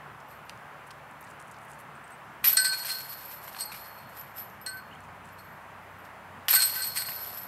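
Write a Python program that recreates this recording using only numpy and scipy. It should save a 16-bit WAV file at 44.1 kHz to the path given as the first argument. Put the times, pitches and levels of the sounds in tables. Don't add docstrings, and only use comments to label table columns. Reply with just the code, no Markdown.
import sys
import numpy as np
from scipy import signal
from scipy.fft import rfft, irfft, next_fast_len
from scipy.io import wavfile
from scipy.ndimage import uniform_filter1d, map_coordinates

SR = 44100
rng = np.random.default_rng(int(sys.argv[2]) if len(sys.argv) > 2 else 0)


def master_out(mix):
    frames = np.transpose(np.atleast_2d(mix))
    ceiling = np.clip(frames, -1, 1)
    pcm = np.round(ceiling * 32767).astype(np.int16)
    wavfile.write(sys.argv[1], SR, pcm)


def field_ratio(decibels):
    return 10 ** (np.asarray(decibels, dtype=float) / 20)


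N = 329802


def unit(x):
    return x / np.sqrt(np.mean(x ** 2) + 1e-20)


def along(points, hz):
    f, v = np.transpose(points)
    return np.interp(np.log(hz + 1), np.log(f + 1), v)


def curves(rows):
    s, *cols = np.transpose(rows)
    return np.array([np.interp(np.arange(N) / SR, s, c) for c in cols])


def wobble(knots_per_s):
    s = np.arange(0, N / SR + .002, .001)
    knots = rng.standard_normal(int(N * knots_per_s / SR) + 4)
    return np.interp(np.arange(N) / SR, s, map_coordinates(knots, [s * knots_per_s]))


def filtered(x, response):
    m = next_fast_len(N + 8192)
    return irfft(rfft(x, m) * response(np.fft.rfftfreq(m, 1 / SR)), m)[..., :N]


def resonate(x, hz, t60_s):
    r, w = field_ratio(-60 / (t60_s * SR)), 2 * np.pi * hz / SR
    return signal.lfilter([2 * np.sin(w) * np.sqrt(1 - r)], [1, -2 * r * np.cos(w), r * r], x)


def add(track, s, sound):
    track[round(s * SR):][:len(sound)] += sound


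def contacts(per_s, scatter_db):
    count, out = round(per_s * N / SR), np.zeros(N)
    blows = rng.choice([-1, 1], count) * field_ratio(scatter_db * rng.standard_normal(count))
    out[rng.integers(N, size=count)] = blows
    return unit(out)


# (frequency [Hz], correlation [-1..1])
LIKENESS = [(30, .96), (250, 0.99), (1000, .997), (4000, 0.99), (12000, .998)]


def rush(spectrum, patchy_db):
    z = signal.stft(rng.standard_normal((2, N)), nperseg=512)[2]
    field = uniform_filter1d(rng.standard_normal(z.shape[1:]), 6, 0)
    field = uniform_filter1d(field, 14, 1)
    pair = signal.istft(z * field_ratio(patchy_db * unit(field)), nperseg=512)[1][:, :N]
    turn = lambda hz: np.arccos(np.clip(along(LIKENESS, hz), -1, 1)) / 2
    split = lambda hz: field_ratio(along(spectrum, hz)) * [np.cos(turn(hz)), np.sin(turn(hz))]
    mid, side = filtered(pair, split)
    return unit(np.array([mid + side, mid - side]))


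# (time [s], level [dB])
TRAFFIC = [(0.0, -1.2), (2.5, 1.5), (3.3, -4), (4.5, 1.5), (5.6, 1.8), (6.4, -1.5), (7.48, -0.8)]
# (time [s], hum [Hz], load [0-1])
ENGINE = [(0.0, 72, .05), (1.3, 71.5, .2), (3.0, 70.8, .1), (3.45, 69, .55), (4.58, 68.2, .7),
          (4.98, 62.9, .95), (6.66, 63, .8), (7.48, 60, .5)]
# (order [half orders], idle level [dB], gain at full load [dB])
ENGINE_ORDERS = [(2, -69, 3), (3, -70, 12), (4, -61, -11), (5, -76, 10.5), (6, -75, 11)]
# (frequency [Hz], density [dB per Hz])
RUMBLE = [(15, -72), (25, -29), (44, -12), (87, -5), (104, -2.5), (124, 2), (178, 0), (263, -3.5),
          (400, -23), (520, -51), (880, -120)]
# (frequency [Hz], density [dB per Hz])
ROAR = [(120, -20), (200, -11), (254, -13.5), (439, -8), (482, -9), (568, -4.5), (950, -.5), (1400, -3),
        (1830, -6.5), (2800, -15.5), (3880, -26), (5600, -31), (10400, -32), (12300, -31), (15900, -36)]


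def road():
    heavy_db, = curves(TRAFFIC)
    hum_hz, load = curves(ENGINE)

    def tone(hz, db):
        level = field_ratio(db + 2.2 * wobble(8))
        return level * np.sin(2 * np.pi * np.cumsum(hz * (1 + .012 * wobble(6.5))) / SR)

    engine = sum(tone(hum_hz * k / 2, db + gain_db * load) for k, db, gain_db in ENGINE_ORDERS)
    rumble = field_ratio(-61 + heavy_db + 0.87 * wobble(2.3)) * rush(RUMBLE, patchy_db=2.5)
    roar_db = -48.4 - .1 * heavy_db + 0.31 * wobble(3.01)
    return engine + rumble + field_ratio(roar_db) * rush(ROAR, patchy_db=0.71)


# (frequency [Hz], t60 [s])
TREES = [(500, 0.45), (4000, 0.28), (14000, .25)]


def trees(x):
    hz, t, z = signal.stft(rng.standard_normal((2, SR // 2)), SR, nperseg=256)
    tail = signal.istft(z * field_ratio(-60 * t / along(TREES, hz)[:, None]), SR, nperseg=256)[1]
    tail = tail[0] + 0.053 * np.array([tail[1], -tail[1]])
    tail = tail / np.linalg.norm(tail[0])
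    return signal.fftconvolve(np.pad(x, (300, 0))[None], tail, axes=1)[:, :N]


# (frequency [Hz], level [dB])
INSECT = (10650, -89)


def insect():
    hz, db = INSECT
    song = field_ratio(db + 4 * wobble(12)) * resonate(rng.standard_normal(N), hz, .03)
    return song * field_ratio([[3], [-5]])


# (time [s], level [dB], start [Hz], end [Hz], length [s])
CHIRPS = [
    (3.635, -46, 800, 930, .12),
    (4.909, -49, 2636, 3100, .012),
    (4.922, -48, 3280, 2700, 0.019),
    (4.953, -50, 2780, 3500, 0.0093),
]


def bird():
    out = np.zeros(N + SR)
    for s, db, start_hz, end_hz, length_s in CHIRPS:
        size = round(length_s * SR)
        phase = 2 * np.pi * np.cumsum(np.linspace(start_hz, end_hz, size)) / SR
        add(out, s, field_ratio(db) * np.hanning(size) * np.sin(phase))
    return out[:N]


# (time [s], peak [dB], centre [Hz], length [s])
RUSTLES = [(.2, -50, 7000, .015), (.574, -49, 6000, .004), (0.495, -31, 4030, 0.0025),
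           (.4945, -35, 8900, 0.0023), (.865, -49, 10000, .03), (0.905, -37.5, 4500, .015),
           (.908, -44, 9000, .01), (1.11, -50, 9000, .005), (1.209, -42, 12200, .012),
           (1.225, -48, 7000, .006), (1.238, -46, 8160, .012), (1.25, -50, 9000, .12),
           (1.311, -45, 8000, .004), (1.267, -48, 4900, 0.027), (1.288, -47.5, 9900, .03),
           (1.393, -42.5, 8800, .025), (1.423, -45, 9000, .007), (1.44, -51, 9000, .1),
           (1.512, -45, 8550, 0.014), (1.535, -48, 5000, 0.04), (1.585, -48, 7500, 0.007),
           (1.6, -52, 10000, .08), (1.649, -48, 11000, .006), (1.676, -49, 9500, 0.11),
           (1.7055, -43, 9000, 0.03), (1.732, -44, 8000, .006), (1.787, -46.5, 9900, .03),
           (1.797, -46.5, 11500, 0.0327), (2.074, -48.5, 8600, .01), (2.1, -48, 10000, .03),
           (3.443, -42, 8000, .01), (3.476, -42, 7000, .006), (4.09, -48.5, 9000, 0.027),
           (4.21, -42, 8000, .008), (4.44, -48, 9000, .01), (4.49, -49, 6000, .08), (4.93, -53, 8000, .04),
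           (5.005, -49, 9000, .004), (5.035, -52.5, 8020, .03), (5.244, -48, 8600, 0.054),
           (5.285, -49, 9000, .01), (6.045, -50, 6016, 0.011)]


def walkers():
    out, t = np.zeros(N + SR), np.arange(SR // 5) / SR
    for s, db, hz, length_s in RUSTLES:
        luck = rng.standard_normal((2, SR // 5))
        swell = (t / length_s) ** 0.5 * field_ratio(-20 * (t / length_s) ** 2)
        snaps = field_ratio(7.5 * np.repeat(luck[1, ::70], 70)[:len(t)])
        crackle = resonate(luck[0] * snaps * swell, hz, 0.00045)
        crackle = resonate(crackle, hz, 0.00045)
        add(out, s, field_ratio(db) * crackle / np.abs(crackle).max())
    return out[:N]


# (frequency [Hz], level [dB], t60 [s])
TRAY_MODES = [(1744, -8, .3), (1970, -7, .2), (2397, -2, .2), (2466, -3, .2), (2875, -5, .15),
              (3311, -6, .1), (3801, -3, .15), (5351, -6, .2), (5809, -4, .1)]
# (time [s], level [dB])
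TRAY_HITS = [(2.4418, -33), (2.452, -39), (2.47, -39), (2.497, -41), (2.6468, -38), (2.73, -39),
             (2.8469, -46), (3.719, -49), (3.745, -50), (6.492, -36), (6.512, -38), (6.57, -40),
             (6.59, -40), (6.645, -42), (6.972, -42), (7.02, -46)]


def tray():
    out, t = np.zeros(N + SR), np.arange(SR // 5) / SR
    hz, level_db, t60_s = np.transpose(TRAY_MODES)[:, :, None]
    damped_s = np.clip(.45 * t60_s, .03, .2)
    waves = field_ratio(level_db - 60 * t / damped_s) * np.sin(2 * np.pi * hz * t)
    for s, db in TRAY_HITS:
        add(out, s, field_ratio(db + 3 * rng.standard_normal(len(TRAY_MODES))) @ waves)
    return out[:N]


# (time [s], peak [dB], pitch [Hz], t60 [s])
KNOCKS = [(0.496, -30, 2714, 0.035), (2.442, -22, 2500, 0.03), (2.4425, -20, 3300, .035),
          (2.469, -37, 1990, 0.04), (2.526, -33, 1560, 0.04), (2.534, -30, 1050, .05),
          (2.83, -33, 1090, .03), (2.732, -27.5, 1530, 0.04), (2.848, -28, 1780, 0.033),
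          (2.884, -31, 1540, 0.04), (2.919, -38, 1530, 0.04), (2.984, -44, 1070, 0.04),
          (3.4797, -27, 1900, .015), (3.5476, -27, 1700, 0.018), (3.5665, -26, 1600, 0.018),
          (3.719, -31, 2430, 0.12), (3.742, -33, 2300, .06), (6.484, -6.5, 3050, 0.025),
          (6.514, -30, 2290, 0.04), (6.532, -16, 1100, 0.025), (6.539, -15, 1350, .03),
          (6.609, -25, 1200, 0.025), (6.727, -30, 950, .03), (6.962, -28, 1950, 0.05),
          (7.021, -23, 2140, 0.02), (7.051, -29, 2000, .015), (7.087, -22, 1760, 0.025),
          (7.119, -28, 2300, 0.015), (7.255, -34, 1030, .03)]


def disc():
    out, t = np.zeros(N + SR), np.arange(SR // 8) / SR
    for s, db, hz, t60_s in KNOCKS:
        push = (rng.standard_normal(len(t)) + 9 * (t == 0)) * field_ratio(-60 * t / t60_s)
        body = resonate(push, hz, 0.0054)
        body += 0.36 * resonate(push, 1.6 * hz, 0.0055)
        body += .5 * resonate(push, 0.617 * hz, 0.0072)
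        tick = resonate(push * field_ratio(-60 * t / .006), 4500, .0004)
        knock = body / np.abs(body).max() + .25 * tick / np.abs(tick).max()
        add(out, s, field_ratio(db - 1.5) * knock)
    return out[:N]


def free_ring(modes, t):
    flutter_db, flutter_per_s = 2.5, 45
    hz, db, t60_s = np.transpose(modes)[:, :, None]
    knots = rng.standard_normal((len(modes), 60))
    flutter = np.array([map_coordinates(row, [t * flutter_per_s], mode="mirror") for row in knots])
    level = field_ratio(db + flutter_db * flutter - 60 * t / t60_s)
    return level * np.sin(2 * np.pi * hz * t) * (1 - np.exp(-t / .001)), t60_s


def ring(family, t, free_s, luck, unequal, survive):
    choke_s = .025
    waves, t60_s = family
    strength, choke = unequal * luck[:, :len(waves), None]
    gain, until = field_ratio(5.6 * strength[:, 0]), free_s * np.exp(choke)
    early = t[t < until.max() + choke_s]
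    out = (gain * survive * t60_s[:, 0]) @ waves
    fade = np.clip(1 - (early - until) / choke_s, 0, 1) ** 2
    out[:len(early)] += gain @ (fade * waves[:, :len(early)])
    return out


# (frequency [Hz], level [dB], t60 [s])
FIRST_BEND = [(1532, -2.5, 1.2), (1743, -13, .4), (1962, -8, .2), (2520, -17, .12)]
SECOND_BEND = [(3758, -22, .2), (4216, 0, .17), (4299, -8, .6), (4313, -2.5, 1.05), (4353, -6, .6),
               (4432, -12, .18), (4560, -9, .28), (4749, -10, .4), (5028, -13, .35), (5315, -14, .15),
               (5475, -16, .11), (5675, -17, .1), (5978, -17, .15)]
THIRD_BEND = [(7068, -18, .1), (7990, -18, .2), (8203, -4, .35), (8231, -6, .25), (8264, -4, .25),
              (8287, -9, .2), (8325, -8, .18), (8419, -13, .2), (8552, -14, .2), (8897, -17, .22),
              (9140, -17, .12), (9400, -20, .08), (9728, -18, .12)]
# (time [s], level [dB], first bend re level [dB], third bend re level [dB], free ring [s])
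STRIKES = [(1.951, -80, 2, 21, .013), (2.04, -80, 0.5, 24, .012), (2.118, -80, 0.5, 24, .03),
           (2.4313, -63, -14.5, 6, .012), (2.515, -47, 6, 9, .037), (2.5694, -19.5, -5, 2, .06),
           (2.6458, -26, -4, 1, .09), (2.7187, -34, -21, -17, .06), (2.789, -36, -8, -19, .06),
           (2.8555, -36, -10, -2, .04), (2.897, -32, -9, -12, .05), (2.95, -39, -11, -14, .12),
           (3.0, -43, -12, -14, .1), (3.095, -49, -20, -10, .2), (3.548, -53, -10.5, -13, .024),
           (3.587, -41, -20, -12, .07), (3.598, -52, -11, 6, .01), (3.6065, -38, -26, 8, .02),
           (3.685, -50, -20, -8, .1), (3.76, -54, -20, -12, .4), (3.84, -55, -20, -12, .15),
           (3.98, -58, -20, -24, .1), (4.371, -68, 0.5, 13, .05), (4.613, -74, 7.5, 9, .019),
           (4.662, -36, -30, -1, .05), (4.6625, -52, 14, 8, .135), (4.77, -55, -15, -6, .04),
           (5.385, -58.5, -6, -3.5, .04)]
LATE_STRIKES = [(6.503, -41, -18, 7, .02), (6.522, -30, -16.5, 3.5, .023), (6.535, -31, -14, 6, .02),
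                (6.5495, -32, -14, 13, .012), (6.558, -29, 1.5, 5, .033), (6.593, -34, -20, 0, .03),
                (6.603, -31, -20, -2, .04), (6.63, -29, -20, -6, .075), (6.62, -27, -23, 5.5, .07),
                (6.705, -38, -20, -4, .05), (6.757, -38, 1, -2.5, .03), (6.794, -38, 3.5, -4, .025),
                (6.82, -33, -19, 2, .058), (6.87, -38, -9, -4, .06), (6.915, -44, -20, -4, .05),
                (6.96, -39, -6, 0, .04), (6.972, -32, -9, 3, .04), (7.0, -39, -19, 1, .06),
                (7.06, -42, -9, -4, .2), (7.16, -45, -8, -6, .15), (7.27, -51, -8, -8, .15)]


def rods():
    out, t = np.zeros(N + SR), np.arange(SR * 3 // 5) / SR
    low, middle, high = (free_ring(modes, t) for modes in (FIRST_BEND, SECOND_BEND, THIRD_BEND))
    snap = field_ratio(-12.5 - 60 * t / 0.057)
    for s, db, first_db, third_db, free_s in STRIKES + LATE_STRIKES:
        luck = rng.standard_normal((3, 2, 13))
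        crack = snap * resonate(rng.standard_normal(len(t)), 6000, 0.000279)
        crack = field_ratio(max(first_db, 0, third_db)) * crack
        first = field_ratio(first_db) * ring(low, t, free_s, luck[0], unequal=0, survive=0.11)
        second = field_ratio(-5.5) * ring(middle, t, free_s, luck[1], unequal=.25, survive=0.3)
        third = field_ratio(third_db - 1.5) * ring(high, t, free_s, luck[2], unequal=0.4, survive=.45)
        add(out, s, field_ratio(db) * (crack + first + second + third))
    return out[:N]


# (frequency [Hz], level [dB], t60 [s], spread between links [Hz])
LINK = [(11900, 0, .24, 24), (12020, -7, .16, 40), (12140, -13, .1, 45), (12270, -7, .15, 45),
        (12460, -13, .1, 70), (12670, -6.5, .17, 75), (11680, -14, .1, 70), (13270, -21, .12, 70),
        (13500, -22, .14, 60), (13800, -26, .12, 60), (7990, -22, .2, 30), (8750, -27, .15, 60),
        (5330, -18, .09, 90)]
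# (time of peak [s], level [dB])
CLAPS = [(2.447, -25), (2.4735, -22), (2.483, -15), (2.503, -25), (2.533, -20), (2.548, -23), (3.609, -38),
         (3.659, -38), (4.387, -35), (6.506, -21), (6.512, -17), (6.534, -21), (6.542, -17), (6.561, -23),
         (6.658, -23)]


def claps():
    half_width_s, upper_db = .004, -7
    out, t = np.zeros(N + SR), np.arange(-SR // 50, SR // 50) / SR
    (low_hz, *_, low_spread), (high_hz, *_, high_spread) = LINK[0], LINK[3]
    swell = np.exp(-.5 * (t / half_width_s) ** 2)
    for (s, db), luck in zip(CLAPS, rng.standard_normal((len(CLAPS), 2))):
        tone = np.sin(2 * np.pi * (low_hz + low_spread * luck[0]) * t)
        tone += field_ratio(upper_db) * np.sin(2 * np.pi * (high_hz + high_spread * luck[1]) * t)
        add(out, s + t[0], field_ratio(db) * swell * tone)
    return out[:N]


def bursts(s, db, fade_s, rise):
    late = np.arange(0, N, 32) / SR - np.reshape(s, (-1, 1))
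    fall = np.maximum(late, -late / rise) / np.reshape(fade_s, (-1, 1))
    power = field_ratio(2 * np.reshape(db, (-1, 1)) - 2 * 20 * fall).sum(0)
    return np.repeat(power, 32)[:N]


# (time [s], clatter [dB], link jingle [dB], fade [s per 20 dB])
THROWS = [
    (2.442, -33, -20, .12),
    (6.483, -34, -17, .15),
]
# (time [s], clatter [dB], link jingle [dB], fade [s per 20 dB])
JOLTS = [(2.571, -36, -27, .05), (2.648, -41, -41, .07), (2.732, -45, -40, .05), (3.72, -51, -36, .14),
         (4.662, -50, -50, .045), (6.505, -37, -22, .06), (6.53, -35, -22, .1), (6.556, -37, -26, .1),
         (6.592, -39, -27, .1), (6.622, -41, -30, .1), (6.655, -43, -27, .12), (6.697, -46, -33, .08),
         (6.822, -42, -32, .055), (6.952, -49, -30, .06)]
# (time of peak [s], clatter [dB], link jingle [dB], fade [s per 20 dB])
SWINGS = [(.312, -67, -56, .066), (.496, -65, -68, .028), (2.485, -38, -15, .045), (2.532, -42, -23, .04),
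          (2.885, -42, -33, .13), (3.1, -58, -40, .15), (3.3, -62, -40, .45), (3.47, -60, -46, .08),
          (3.57, -55, -50, .1), (3.605, -52, -35, .07), (3.85, -66, -45, .35), (4.17, -61, -46, .14),
          (4.385, -56, -32, .075), (5.286, -70, -71, .05), (5.33, -78, -53, .04), (5.392, -69, -56, .05),
          (5.448, -88, -58, .15), (5.836, -89, -69, .05), (6.052, -72, -70, .045), (6.755, -48, -27, .045),
          (6.975, -40, -30, .06), (7.02, -50, -34, .04), (7.09, -52, -28, .1), (7.25, -57, -34, .4)]


def motion():
    throw_rise, swing_rise = .006, .55
    longer = 9
    settling = np.array(THROWS) * [1, 1, 1, longer] + [0, -14.5, -12, 0]
    kinds = [(THROWS + JOLTS, throw_rise), (settling, throw_rise / longer), (SWINGS, swing_rise)]
    tables = [(*np.transpose(rows), rise) for rows, rise in kinds]
    clatter = sum(bursts(s, db, fade_s, rise) for s, db, _, fade_s, rise in tables)
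    jingle = sum(bursts(s, db, fade_s, rise) for s, _, db, fade_s, rise in tables)
    s, db = np.transpose(STRIKES + LATE_STRIKES)[:2]
    buzz = bursts(s, db + 5, .035, throw_rise)
    return np.sqrt([clatter, jingle, field_ratio(2 * -2) * clatter + buzz])


# (time [s], peak [dB])
CLINKS = [(.285, -49), (.308, -47), (.352, -51), (.452, -52), (2.4473, -18), (2.4792, -15), (2.5317, -17),
          (2.6065, -17), (2.6964, -29), (2.7761, -28), (2.8483, -26), (2.9184, -31), (2.9414, -28),
          (2.9861, -29), (3.0938, -28), (3.224, -36), (3.2523, -29), (3.2969, -36), (3.3388, -32),
          (3.4381, -36), (3.475, -36), (3.5847, -36), (3.6067, -35), (3.6576, -30), (3.7159, -34),
          (3.8805, -37), (4.0901, -45), (4.1499, -42), (4.1963, -33), (4.3709, -34), (4.6147, -35),
          (4.659, -37), (4.676, -36), (4.698, -38), (4.728, -40), (4.745, -38), (4.77, -42), (4.873, -52),
          (5.325, -49), (5.39, -43), (5.445, -47), (5.52, -49), (5.825, -57), (5.905, -57), (5.987, -54),
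          (6.045, -51), (6.455, -51)]
LATE_CLINKS = [(6.4895, -14), (6.5048, -12), (6.5097, -12), (6.5407, -10), (6.551, -12), (6.575, -17),
               (6.6, -19), (6.624, -20), (6.6577, -17.5), (6.697, -25), (6.7186, -23), (6.738, -22),
               (6.803, -23), (6.843, -28), (6.9004, -27), (6.9582, -26), (6.9936, -24), (7.068, -22),
               (7.1548, -25), (7.1987, -30), (7.2865, -31), (7.3473, -33), (7.4137, -39)]
# (frequency [Hz], density [dB per Hz])
CLATTER = [(530, -49), (900, -17), (2010, -10.5), (2990, -13), (5390, -12), (6300, -19), (6860, -17),
           (9500, -12), (10800, -14), (11900, -12), (15900, -26)]
# (frequency [Hz], gain [dB])
SOFT_TOUCH = [(9000, 0), (9600, -14), (11100, -14), (11550, 0), (13900, 0), (14400, -16)]


def chains(count=8):
    clatter, jingle, shake = motion()
    clumps = field_ratio(2.1 * wobble(70))
    s, peak_db = np.transpose(CLINKS + LATE_CLINKS)
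    at = np.round(s * SR).astype(int)
    knocks = clatter * contacts(3000, scatter_db=4.0) * clumps
    knocks[at] += field_ratio(peak_db - 25)
    colour = lambda hz: field_ratio(along(CLATTER, hz))
    colour_rms = np.sqrt(np.mean(colour(np.linspace(0, SR / 2, 999)) ** 2))
    out = field_ratio(6.5) * filtered(knocks, colour) / colour_rms

    detune, share = rng.standard_normal((2, count, len(LINK)))
    mode_db = np.array([db for _, db, *_ in LINK])
    links = np.zeros(N)
    for k in range(count):
        blows = contacts(75, scatter_db=4.5) * clumps * jingle * field_ratio(-19)
        blows[at[k::count]] += field_ratio(peak_db[k::count] + 12.5)
        modes = [resonate(blows, hz + spread_hz * d, t60_s)
                 for (hz, _, t60_s, spread_hz), d in zip(LINK, detune[k])]
        links += field_ratio(mode_db + 3.5 * share[k]) @ modes
    out += filtered(links, lambda hz: field_ratio(along(SOFT_TOUCH, hz)))

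    for family, family_db in ((SECOND_BEND, -8), (THIRD_BEND, -11)):
        for hz, db, t60_s in family:
            shaking = contacts(300, scatter_db=7) * shake
            out += field_ratio(family_db + db) * resonate(shaking, hz, 0.6 * t60_s)
    return out


def scene():
    near = chains() + claps() + rods() + disc() + tray() + walkers() + bird()
    near = filtered(near, lambda hz: 1 / (1 + (650 / (hz + 1)) ** 4))
    apart = field_ratio(-34.5) * filtered(np.roll(near, 40), lambda hz: .3 + (hz / 11000) ** 2)
    return near + [apart, -apart] + field_ratio(-16) * trees(near) + road() + insect()


# (frequency [Hz], density [dB per Hz])
HISS = [(24, -35), (40, -5.5), (515, -4), (938, -4), (1270, -11), (2040, -13), (2690, -16), (4010, -13),
        (15900, -11)]


def top_cut(x):
    return signal.sosfilt(signal.butter(12, 16640, fs=SR, output="sos"), x)


def record(dry):
    hiss = unit(filtered(rng.standard_normal(N), lambda hz: field_ratio(along(HISS, hz))))
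    hiss = field_ratio(-73.5 - 1.5) * hiss

    def band(hz):
        bass_cut = .06 + 1 / (1 + (54 / (hz + 1)) ** 8)
        return bass_cut * np.clip((15950 - hz) / 350, 0, 1)

    mix = filtered(dry + [hiss, -hiss], band)
    return top_cut(mix)


dry = scene()
out = record(dry)
master_out(out)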